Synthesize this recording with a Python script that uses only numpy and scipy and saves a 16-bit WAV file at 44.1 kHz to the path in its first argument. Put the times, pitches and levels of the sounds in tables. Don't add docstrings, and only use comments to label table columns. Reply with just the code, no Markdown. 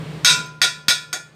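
import sys
import numpy as np
from scipy import signal
from scipy.fft import rfft, irfft
from scipy.io import wavfile
from scipy.ndimage import uniform_filter1d

SR = 44100
rng = np.random.default_rng(int(sys.argv[2]) if len(sys.argv) > 2 else 0)


def generate_wav(signal):
    frames = np.transpose(np.atleast_2d(signal))
    scaled = np.clip(frames, -1, 1) * 32767
    pcm = np.round(scaled).astype(np.int16)
    wavfile.write(sys.argv[1], SR, pcm)


N = 59535

# pitch in Hz, starting level in about dB.
HUM_TONES = [(75, -52), (124, -45.5), (301, -52), (436, -49.5)]
# frequency in Hz, relative level in dB.
AIR_SPECTRUM = [(25, -17), (70, -19), (140, 9), (250, -1.5), (450, -1.5), (800, -9), (1700, -11),
                (4000, -17), (6500, -28), (8500, -26.5), (10500, -36), (15000, -39)]
# time in
# seconds, gain in dB.
HUM_FADE = [(0, 0.5), (.22, -1), (.35, -1), (.55, -11.5), (.8, -13.5), (1.35, -18)]
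AIR_FADE = [(0, 0.5), (.24, -0.5), (.38, -0.5), (.55, -12.5), (.85, -14), (1.35, -15.5)]
# start in seconds, level in dB.
HIGH_TICKS = [(.36, -42), (.461, -54)]
# frequency in Hz, relative level in dB.
ECHO_SPECTRUM = [(100, -2), (400, -19), (700, -14), (1000, -10), (1400, -14), (4000, -17.5), (9000, -16),
                 (15000, -15)]
BENCH_SPECTRUM = [(60, -39), (300, -5.5), (500, -3), (700, 3), (850, -2), (1050, -10), (2000, -18),
                  (6000, -60)]
CLANG_SPECTRUM = [(30, -59), (150, -50), (450, -28), (700, -28.5), (1050, -14.5), (1400, -8), (1650, -4.5),
                  (1900, -1.5), (2400, -6), (2880, -7), (3100, -0.5), (3600, 4.5), (4100, 2.5), (4380, -3),
                  (4600, 4), (4950, 0.5), (5150, -4), (5600, -9.5), (6600, -8.5), (7300, -26.5),
                  (8400, -10), (10000, -17.5), (13000, -15.5), (15300, -21.5), (16000, -41)]
# frequency in Hz, T60 (seconds to fade by 60 dB).
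ECHO_T60 = [(200, 0.25), (700, 0.13), (2000, 0.36), (5000, 0.38), (9000, 0.33), (15000, 0.29)]
CLANG_T60 = [(300, 0.084), (1500, 0.18), (4000, 0.16), (8000, 0.25), (15000, 0.087)]
# pitch in Hz, relative level in dB, T60 in seconds.
PIPE_HZ = [1319, 1410, 1416, 1444, 1491, 2246, 2332, 2466, 3607, 3700, 3893, 4166, 4532, 4597, 4932, 5049,
           5247, 5370, 5593, 6351, 6507, 7650, 8255, 8385, 8650, 8942, 9990, 10560, 12850, 14120]
PIPE_DB = [-38.5, -31, -19.5, -16.5, -31, -21.5, -21, -28, -21, -21.5, -12, -20.5, -21.5, -25, -18.5, -25,
           -15, -25.5, -24.5, -16, -20.5, -30.5, -23.5, -30, -26.5, -31.5, -30, -56, -47, -46]
PIPE_T60 = [.5, .68, .28, .22, .42, .16, .25, .41, .22, .16, .21, .18, .22, .21, .16, .34, .21, .22, .25,
            .175, .2, .2, .2, .2, .15, .22, .17, .25, .2, .17]
WELD_HZ = [1739, 1890, 3359, 3479, 4570, 6647, 6785, 6864, 6973]
WELD_DB = [-29, -18.5, -19.5, -21, -12, -33, -23.5, -27.5, -27]
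WELD_T60 = [.46, .13, .38, .25, .11, .18, .16, .22, .2]
WRENCH_HZ = [1004, 2675, 3765, 5426, 5791, 6089, 7342, 7682, 7852, 7994]
WRENCH_DB = [-37, -23.5, -16, -34, -20, -24, -27.5, -27.5, -27, -34]
WRENCH_T60 = [.72, .33, .26, .28, .28, .16, .25, .28, .24, .28]
# start in seconds, then gains in dB for pipe, welds, wrench, clang,
# bite, ping, sheen (three treble bands), bench thud and bench knock.
BLOWS = [(.2470, 13, 0.5, 13.5, 5, -2.5, 0.5, -3.5, -45, -19),
         (0.6163, 2, 1.5, 0, -4.5, -3, -1.5, -5.5, -24.5, -24.5),
         (.8829, 2, 2, -2.5, -7, -1, -4.5, 4, -11, -26.5),
         (1.1287, -8.5, -6.5, -11.5, -18, -11, 2, -3.5, -53, -30)]

TIME = np.arange(N) / SR
FREQS = np.fft.rfftfreq(N, 1 / SR)
LESSER_FROM_HZ, LESSER_TO_HZ = 1100, 15800


def amp(db):
    return 10 ** (np.asarray(db) / 20)


def unit(x):
    return x / np.sqrt(np.mean(x ** 2) + 1e-20)


def look_up(table, hz):
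    row_hz, values = np.transpose(table)
    return np.interp(np.log(hz + 1), np.log(row_hz + 1), values)


def gain_curve(table):
    return amp(np.interp(TIME, *np.transpose(table)))


def add(mix, start_s, sound):
    part = mix[round(start_s * SR):][:len(sound)]
    part += sound[:len(part)]


def noise(gains):
    return unit(irfft(rfft(rng.standard_normal(N)) * gains, N))


def fade_bands(x, t60_table):
    hz, t, bands = signal.stft(x, SR, nperseg=256)
    decay = amp(-60 * t / look_up(t60_table, hz)[:, None])
    return signal.istft(bands * decay, SR, nperseg=256)[1][:N]


def machine_hum(drone_hz=152.9, throb_hz=12.6):
    hum = sum(amp(db) * np.cos(2 * np.pi * (hz * TIME + rng.random())) for hz, db in HUM_TONES)
    throb = 1 + amp(-3.5 - 14.5 * TIME) * np.exp(2j * np.pi * throb_hz * (TIME - .01))
    drone = amp(-34) * np.exp(2j * np.pi * (drone_hz * TIME + rng.random()))
    return np.sqrt(2) * (hum + (throb * drone).real) * gain_curve(HUM_FADE)


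def workshop_air():
    return amp(-37) * noise(amp(look_up(AIR_SPECTRUM, FREQS))) * gain_curve(AIR_FADE)


def ticks(centre_hz=14100, width_hz=1500, t60=0.066):
    out = np.zeros(N)
    band = np.exp(-((FREQS - centre_hz) / width_hz) ** 2)
    for start_s, db in HIGH_TICKS:
        add(out, start_s, amp(db - 60 * TIME / t60) * noise(band))
    return out


def room_echo(sound, delay_s=0.0075):
    onset = np.clip(TIME / delay_s - 1, 0, 1)
    tail = fade_bands(rng.standard_normal(N), ECHO_T60) * onset
    tail /= np.linalg.norm(tail)
    tail = irfft(rfft(tail) * amp(look_up(ECHO_SPECTRUM, FREQS)), N)
    return signal.fftconvolve(sound, tail[:N // 2])[:N]


def bench_thud(hz=125, push_s=0.0011, delay_s=0.0015):
    age = np.maximum(TIME - delay_s, 0)
    push = age / push_s * np.exp(1 - age / push_s) * np.cos(2 * np.pi * hz * age)
    return signal.sosfilt(signal.butter(2, hz / 2, "high", fs=SR, output="sos"), push)


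def bench_knock(rise_s=0.021, t60=.2):
    envelope = np.minimum(TIME / rise_s, 1) * amp(-60 * TIME / t60)
    return envelope * noise(amp(look_up(BENCH_SPECTRUM, FREQS)))


def strike_colour(hz, bite_db, ping_db, sheen_db):
    bite = np.exp(-.5 * (np.log2((hz + 1) / 3850) / .45) ** 2)
    ping = np.exp(-.5 * (np.log2((hz + 1) / 6820) / .066) ** 2)
    sheen = hz ** 4 / (hz ** 4 + 11300 ** 4)
    return amp(bite_db * bite + ping_db * ping + sheen_db * sheen)


def lesser_tones(count=330, spread_db=4):
    place, strength = rng.random(count), rng.standard_normal(count)
    hz = LESSER_FROM_HZ + (LESSER_TO_HZ - LESSER_FROM_HZ) * (np.arange(count) + place) / count
    spectrum = np.zeros(len(FREQS))
    spectrum[np.round(hz * N / SR).astype(int)] = amp(spread_db * np.clip(strength, -2, 1))
    return unit(spectrum)


def clang(tones, colour, crack_at_s=0.0017, crack_width_s=0.00086):
    rattle = np.where(FREQS < LESSER_FROM_HZ, 1, amp(-8.5))
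    shape = unit(amp(look_up(CLANG_SPECTRUM, FREQS))) * strike_colour(FREQS, *colour)
    phases = np.exp(2j * np.pi * rng.random(len(FREQS)))
    steady = irfft(np.hypot(tones, rattle) * shape * phases, N) * np.sqrt(N / 2)
    crack = 1 + amp(-1) * np.exp(-((TIME - crack_at_s) / crack_width_s) ** 2)
    return crack * fade_bands(steady, CLANG_T60)


def steel_ring(pitches, levels, decays, colour, typical_split_hz=10.18, twin_db=-9):
    out = np.zeros(N)
    for hz, db, t60 in zip(pitches, levels, decays):
        phase, side, gap = rng.random(3)
        twin_hz = hz + typical_split_hz * (.5 + gap) * np.sign(side - .5)
        main = np.sin(2 * np.pi * (hz * TIME + phase))
        twin = amp(twin_db) * np.sin(2 * np.pi * (twin_hz * TIME + 2 * side))
        out += strike_colour(hz, *colour) * amp(db - 60 * TIME / t60) * (main + twin)
    return out


def wrench_blows(attack_s=0.0004, damp_at_s=1.154, damp_t60=0.6):
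    tones = lesser_tones()
    metal, wrench, bench = np.zeros((3, N))
    attack = np.minimum(TIME / attack_s, 1)
    for start_s, pipe_db, weld_db, wrench_db, clang_db, *colour, thud_db, knock_db in BLOWS:
        add(metal, start_s, attack * amp(pipe_db) * steel_ring(PIPE_HZ, PIPE_DB, PIPE_T60, colour))
        add(metal, start_s, attack * amp(weld_db) * steel_ring(WELD_HZ, WELD_DB, WELD_T60, colour))
        add(metal, start_s, attack * amp(clang_db) * clang(tones, colour))
        wrench_ring = steel_ring(WRENCH_HZ, WRENCH_DB, WRENCH_T60, colour)
        add(wrench, start_s, attack * amp(wrench_db) * wrench_ring)
        add(bench, start_s, amp(thud_db) * bench_thud() + amp(knock_db) * bench_knock())
    metal += wrench * amp(-60 * np.maximum(TIME - damp_at_s, 0) / damp_t60)
    return metal + room_echo(metal) + bench


def scene():
    return (wrench_blows() + ticks() + machine_hum() + workshop_air())[None]


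def record(dry, limit_db=-9, release_db_per_s=310.5, ceiling=.95, cutoff_hz=15550):
    power = uniform_filter1d(dry[0] ** 2, int(.003 * SR))
    power_db = 10 * np.log10(abs(power) + 1e-12)
    fall_db = TIME * release_db_per_s
    peak_db = np.maximum.accumulate(power_db + fall_db) - fall_db
    excess_db = np.maximum(peak_db - limit_db, 0)
    limited = dry * amp(-uniform_filter1d(excess_db, size=40))
    rounded = limited / (1 + (limited / ceiling) ** 8) ** (1 / 8)
    lowpass = signal.firwin(255, cutoff_hz, window=("kaiser", 8), fs=SR)
    return signal.oaconvolve(rounded, lowpass[None], "same")


dry = scene()
out = record(dry)
generate_wav(out)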